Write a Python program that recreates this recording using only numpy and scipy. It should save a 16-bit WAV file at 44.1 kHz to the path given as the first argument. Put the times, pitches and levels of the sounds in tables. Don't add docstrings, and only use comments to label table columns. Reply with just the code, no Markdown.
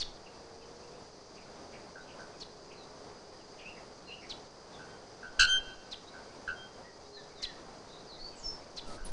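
import sys
import numpy as np
from scipy import signal
from scipy.fft import rfft, irfft, next_fast_len
from scipy.io import wavfile

SR = 44100
rng = np.random.default_rng(int(sys.argv[2]) if len(sys.argv) > 2 else 0)


def int16_out(signal):
    q = np.round(np.clip(np.atleast_2d(signal).T, -1, 1) * 32767)
    wavfile.write(sys.argv[1], SR, q.astype(np.int16))


N = 402191
TIME = np.arange(N) / SR
FLUTTER_HZ, RASP_HZ = 80.2, 1444

# frequency_hz, relative_db
VALLEY_SPECTRUM = [(30, -7), (100, -4), (200, -2), (300, -2.5), (420, 1), (700, -1.57), (1100, -6.5),
                   (1700, -13.5), (2800, -21), (5000, -19), (10000, -33)]
INSECT_SPECTRUM = [(2500, -27), (3600, -18.5), (4500, -3), (4900, -1.5), (5300, -8), (6100, -5.5),
                   (7000, -16), (8500, -24.5), (10000, -32)]
# time_s, pitch_hz, level_db
DRONE_COURSE = [(0, 500, -83), (.3, 472, -57.5), (.6, 457, -54.5), (.95, 490, -57.5), (1.15, 398.6, -64),
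                (2, 421, -60.5), (3.2, 412, -60), (4, 427.4, -64), (6.7, 400, -71.5), (7.15, 412, -52),
                (7.6, 403, -79)]
# time_s, relative_db
RUMBLE_COURSE = [(0, -37), (.25, -65), (.7, -66), (3.3, -64), (3.7, -63), (3.9, -68), (5.1, -72.5),
                 (5.45, -42), (5.7, -49), (5.85, -66), (8.1, -61.5), (8.25, -45), (8.36, -59),
                 (8.48, -41.5), (8.66, -66), (8.84, -48), (9.12, -37)]
# frequency_hz, relative_db
RUMBLE_SPECTRUM = [(10, 4.5), (25, -1.5), (50, -16.5), (100, -26.5), (300, -36), (1000, -58)]
# delay_s, gain_db
FOREST_ECHOES = [(.014, -24), (0.046, -26), (.085, -26), (.145, -25.5), (.235, -43), (.29, -33.5)]
# peak_s, gain_db, pitch_ratio
CHIP_CALLS = [(0.014, -26.5, 1.03), (2.418, -37, 1.08), (4.31, -33.5, .96), (5.929, -34, 0.95),
              (7.439, -28, 1), (8.781, -33.5, 1.02)]
# from_peak_s, pitch_hz, relative_db
CHIP_COURSE = [(-.02, 6200, -22), (-.013, 4894, -13.5), (-.006, 4350, -6.5), (.004, 3964, -2),
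               (.011, 3590, -15.5), (0.015, 3440, -3), (0.021, 2620, -29)]
# start_s, length_s, first_hz, middle_hz, last_hz, level_db, roughness (0-1)
WHISTLE_NOTES = [(0.257, 0.03, 2890, 2690, 2580, -52.5, .5), (1.356, .06, 2850, 2650, 2390, -58, .7),
                 (1.721, 0.057, 1998, 2222, 2170, -52.5, 1), (2.061, 0.095, 2750, 2705, 2650, -56.5, .9),
                 (2.692, 0.068, 2570, 2700, 2760, -55.5, .8), (2.748, .11, 4150, 4080, 3550, -54.5, 0.38),
                 (3.572, .08, 2760, 2700, 2400, -51.5, 1), (3.638, 0.08, 2420, 2696, 2900, -45, 0.21),
                 (3.754, 0.055, 1990, 2060, 1850, -53, .4), (4.04, .11, 4290, 4160, 3950, -53.5, 0.3),
                 (4.07, 0.09, 2850, 2755, 3050, -44, 0.26), (4.183, .1, 4860, 5500, 5400, -59, 0.3),
                 (4.208, .07, 2075, 2250, 1950, -52.5, .6), (4.72, 0.069, 3450, 3520, 3280, -58, .3),
                 (6.062, 0.045, 3800, 3920, 3530, -53.5, 0.54), (6.817, .11, 1850, 1930, 1860, -56, .2),
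                 (7.12, 0.096, 4170, 4143, 3400, -49.5, 0.25), (7.16, 0.071, 1700, 1780, 1500, -54.5, .1),
                 (7.343, .1, 4170, 3750, 3570, -56, .3), (7.392, 0.16, 2250, 1894, 1670, -52.5, .1),
                 (7.869, .17, 3850, 3880, 4180, -53, 0.48), (8.058, 0.13, 5240, 4140, 3690, -50.5, 0.5),
                 (8.18, .14, 4210, 4530, 4600, -43.5, 0.27), (8.35, 0.12, 8340, 6730, 5600, -53.5, 1),
                 (8.417, .12, 6800, 6300, 6140, -54, 1), (8.43, .085, 5570, 5340, 5430, -35, 0.11),
                 (8.853, .11, 1390, 1300, 1230, -52, .1), (9.045, 0.028, 9950, 10050, 9900, -38, 0.9)]
# start_s, rasp_gain_db, held_end_db, ring_gain_db, ring_hz, dulling_db_per_octave
BELLBIRD_CALLS = [(1.953, -42.5, -9, -75, 3170, 28), (2.19, -43.5, -10, -74, 3170, 32),
                  (4.788, -46, 2, -64, 3160, 16), (5.226, -38, -6, -68, 3160, 24),
                  (5.391, -18, 0.5, -23, 3148, 0.5), (6.136, -44, -3, -72, 3170, 28),
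                  (6.474, -28, -18.5, -48.5, 3185, 17.5), (8.976, -48, -4, -68, 3170, 20)]
# centre_hz, width_hz, gain_db
THROAT_RESONANCES = [(1551, 240, 0), (2780, 340, -2.5), (3190, 270, -4.5), (4205, 370, 0),
                     (4790, 320, -6.5), (5220, 660, -12.5), (6300, 420, -7.5), (7340, 220, -18),
                     (7743, 610, -19.5), (8540, 440, -25), (9400, 450, -35)]
# into_call_s, relative_db, harshness (0-1)
RASP_COURSE = [(0, -24, 1), (.005, 0.5, 0.99), (.026, 1, 0.98), (.046, -1, 0.81), (.062, -2.5, 0.65),
               (.078, -12, 0.54), (.1, -12, .48), (.15, -14, 0.1), (.178, -12.5, .35), (.195, -50, 0)]
# into_call_s, relative_db
RING_COURSE = [(.06, -42), (.085, -10), (.11, -2.5), (.145, 0.5), (.175, -4), (.193, -3.5), (.21, -21.5),
               (.25, -45)]
# multiple, relative_db
RING_HARMONICS = [(1, -0.5), (2, -13), (3, -28.5)]
# start_s, length_s, level_db
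CLOSE_RUSTLES = [(8.85, 0.14, -48), (9.044, 0.062, -48.5)]
# frequency_hz, relative_db
RUSTLE_SPECTRUM = [(100, 3.5), (600, 1), (1500, -12), (3000, -17.5), (4300, -7), (7000, -18), (10000, -19)]


def from_db(db):
    return 10 ** (np.asarray(db) / 20)


def rms_one(x):
    return x / np.sqrt(np.mean(x ** 2) + 1e-20)


def along(course, t):
    times, *columns = np.transpose(course)
    return [np.interp(t, times, column) for column in columns]


def add(out, start_s, sound):
    at = int(round(start_s * SR))
    sound = sound[max(-at, 0):max(N - at, 0)]
    out[max(at, 0):max(at, 0) + len(sound)] += sound


def phase_of(hz):
    return 2 * np.pi * np.cumsum(hz) / SR


def waver(rate_hz, size):
    hz = np.fft.rfftfreq(size, 1 / SR)
    return rms_one(irfft(rfft(rng.standard_normal(size)) / (1 + (hz / rate_hz) ** 2), size))


def noise(spectrum):
    size = next_fast_len(N)
    hz, db = np.transpose(spectrum)
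    gain = from_db(np.interp(np.log(np.fft.rfftfreq(size, 1 / SR) + 1), np.log(hz), db))
    return rms_one(irfft(rfft(rng.standard_normal(size)) * gain, size)[:N])


def valley(level_db=-52.0, sway_db=1.34):
    return from_db(level_db + sway_db * waver(3.9, N)) * noise(VALLEY_SPECTRUM)


def insects(level_db=-61.5, flicker_db=1.1, shrill_hz=4880, shrill_width_hz=110, shrill_db=-64.5):
    chorus = from_db(level_db + flicker_db * waver(25, N)) * noise(INSECT_SPECTRUM)
    shrill = from_db(shrill_db) * waver(shrill_width_hz, N) * np.sin(2 * np.pi * shrill_hz * TIME)
    return chorus + shrill


def drone(wobble_hz=6):
    pitch_hz, level_db = along(DRONE_COURSE, TIME)
    return from_db(level_db) * np.sin(phase_of(pitch_hz + wobble_hz * waver(19.8, N)))


def microphone_rumble(trim_db=-1):
    swell_db, = along(RUMBLE_COURSE, TIME)
    return from_db(swell_db + trim_db) * noise(RUMBLE_SPECTRUM)


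def forest(direct, scatter_db, decay_s, leaf_cutoff_hz):
    t = np.arange(SR) / SR
    response = rng.standard_normal(SR) * from_db(-60 * t / decay_s) * (1 - np.exp(-t / 0.029))
    response *= from_db(scatter_db) / np.linalg.norm(response)
    for delay_s, gain_db in FOREST_ECHOES:
        response[int(delay_s * SR)] += from_db(gain_db)
    response = signal.sosfilt(signal.butter(1, leaf_cutoff_hz, fs=SR, output="sos"), response)
    return direct + signal.fftconvolve(direct, response)[:N]


def chips(jitter_hz=150, upper_ratio=1.27, upper_db=-16, octave_db=-30, scratch_db=-14):
    out, t = np.zeros(N), np.arange(CHIP_COURSE[0][0], CHIP_COURSE[-1][0], 1 / SR)
    pitch_hz, shape_db = along(CHIP_COURSE, t)
    for peak_s, gain_db, pitch_ratio in CHIP_CALLS:
        phase = phase_of(pitch_ratio * pitch_hz + jitter_hz * waver(600, len(t)))
        tone = from_db(shape_db) * (np.sin(phase) + from_db(octave_db) * np.sin(2 * phase))
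        upper_voice = from_db(upper_db) * np.sin(upper_ratio * phase)
        scratch = from_db(scratch_db) * waver(1700, len(t)) * np.sin(phase)
        edge = signal.windows.tukey(len(t)) * (upper_voice + scratch)
        add(out, peak_s + t[0], from_db(gain_db) * (tone + edge))
    return out


def whistles(full_jitter_hz=330, shimmer=0.27):
    out = np.zeros(N)
    for start_s, length_s, *pitches_hz, level_db, roughness in WHISTLE_NOTES:
        progress = np.linspace(0, 1, int(length_s * SR))
        bend_hz = np.polyval(np.polyfit([0, .5, 1], pitches_hz, 2), progress)
        pitch_hz = bend_hz + roughness * full_jitter_hz * waver(350, len(progress))
        swell = np.sin(np.pi * progress) * (1 + shimmer * waver(70, len(progress)))
        add(out, start_s, from_db(level_db) * swell * np.sin(phase_of(pitch_hz)))
    return out


def twitter(count=36, quietest_db=-64, range_db=2, max_glide=0.23):
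    out = np.zeros(N)
    for when, length, height, slope, strength in rng.random((count, 5)):
        progress = np.linspace(0, 1, int((.03 + .06 * length) * SR))
        glide = 1 + max_glide * (2 * slope - 1) * progress
        pitch_hz = (1800 + 2600 * height) * glide + 100 * waver(360, len(progress))
        swell = from_db(quietest_db + range_db * strength) * np.sin(np.pi * progress)
        add(out, when * N / SR, swell * np.sin(phase_of(pitch_hz)))
    return out


def throat(hz, dulling):
    gain = sum(from_db(gain_db) / (1 + np.abs(2 * (hz - centre_hz) / width_hz) ** 3)
               for centre_hz, width_hz, gain_db in THROAT_RESONANCES)
    return gain * from_db(-dulling * np.log2(np.clip(hz / RASP_HZ, 1, 3)))


def rasp(t, held_end_db, dulling, swing_hz=136, jitter_hz=28, first_crest_s=0.00601,
         soften_db=19, hiss_gain=0.71, odd_burst_db=4.0, shimmer_db=3.0):
    shape_db, harshness = along(RASP_COURSE, t)
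    flutter = 2 * np.pi * FLUTTER_HZ * (t - first_crest_s)
    pitch_hz = RASP_HZ + FLUTTER_HZ * (harshness < .5) + harshness * swing_hz * np.cos(flutter)
    jitter = rms_one(np.gradient(waver(490, len(t))))
    phase = phase_of(pitch_hz + harshness * jitter_hz * jitter)
    fundamental = throat(pitch_hz, dulling) * np.sin(phase)
    overtones = 0
    for k in range(2, 8):
        burst_db = odd_burst_db * np.sin(flutter) * (1 if k % 2 else -.5)
        flicker = from_db(burst_db + shimmer_db * waver(360, len(t)))
        overtones += throat(k * pitch_hz, dulling) * flicker * np.sin(k * phase)
    hiss_colour = throat(np.fft.rfftfreq(len(t), 1 / SR), dulling)
    hiss = irfft(rfft(rng.standard_normal(len(t))) * hiss_colour, len(t))
    edge = from_db(-soften_db * (1 - harshness)) * (overtones + hiss_gain * hiss)
    return from_db(shape_db + held_end_db * (1 - harshness)) * (fundamental + edge)


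def ring(t, pitch_hz, dulling, jitter_hz=7, overtone_lead_s=0.0062):
    phase = phase_of(pitch_hz + jitter_hz * waver(90, len(t)))
    out = 0
    for k, relative_db in RING_HARMONICS:
        swell_db = along(RING_COURSE, t + overtone_lead_s * (k > 1))[0] * np.sqrt(k)
        out += from_db(relative_db + swell_db - dulling * np.log2(k)) * np.sin(k * phase)
    return out


def bellbirds():
    near, far, t = np.zeros(N), np.zeros(N), np.arange(SR // 4) / SR
    for start_s, rasp_gain_db, held_end_db, ring_gain_db, ring_hz, dulling in BELLBIRD_CALLS:
        low_voice = from_db(rasp_gain_db) * rasp(t, held_end_db, dulling)
        high_voice = from_db(ring_gain_db) * ring(t, ring_hz, dulling)
        add(near if dulling < 10 else far, start_s, low_voice + high_voice)
    return (forest(near, scatter_db=-17.5, decay_s=1.0, leaf_cutoff_hz=2500)
            + forest(far, scatter_db=-14.5, decay_s=0.46, leaf_cutoff_hz=4000))


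def rustles():
    swell = np.zeros(N)
    for start_s, length_s, level_db in CLOSE_RUSTLES:
        add(swell, start_s, from_db(level_db) * signal.windows.tukey(int(length_s * SR)))
    return swell * noise(RUSTLE_SPECTRUM)


def scene():
    birds = bellbirds() + forest(chips(), scatter_db=-8.5, decay_s=0.29, leaf_cutoff_hz=5500)
    far_birds = forest(whistles() + twitter(), scatter_db=-4, decay_s=0.31, leaf_cutoff_hz=3500)
    ambience = valley() + insects() + drone()
    return (birds + far_birds + ambience + microphone_rumble() + rustles())[None]


def record(dry, thump_gain_db=-4, thump_band_hz=(12, 56), cutoff_hz=9980):
    thump = signal.sosfilt(signal.butter(2, thump_band_hz, "band", fs=SR, output="sos"), np.abs(dry))
    treble_cut = signal.ellip(10, .2, 70, cutoff_hz, fs=SR, output="sos")
    return signal.sosfilt(treble_cut, dry + from_db(thump_gain_db) * thump)


dry = scene()
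out = record(dry)
int16_out(out)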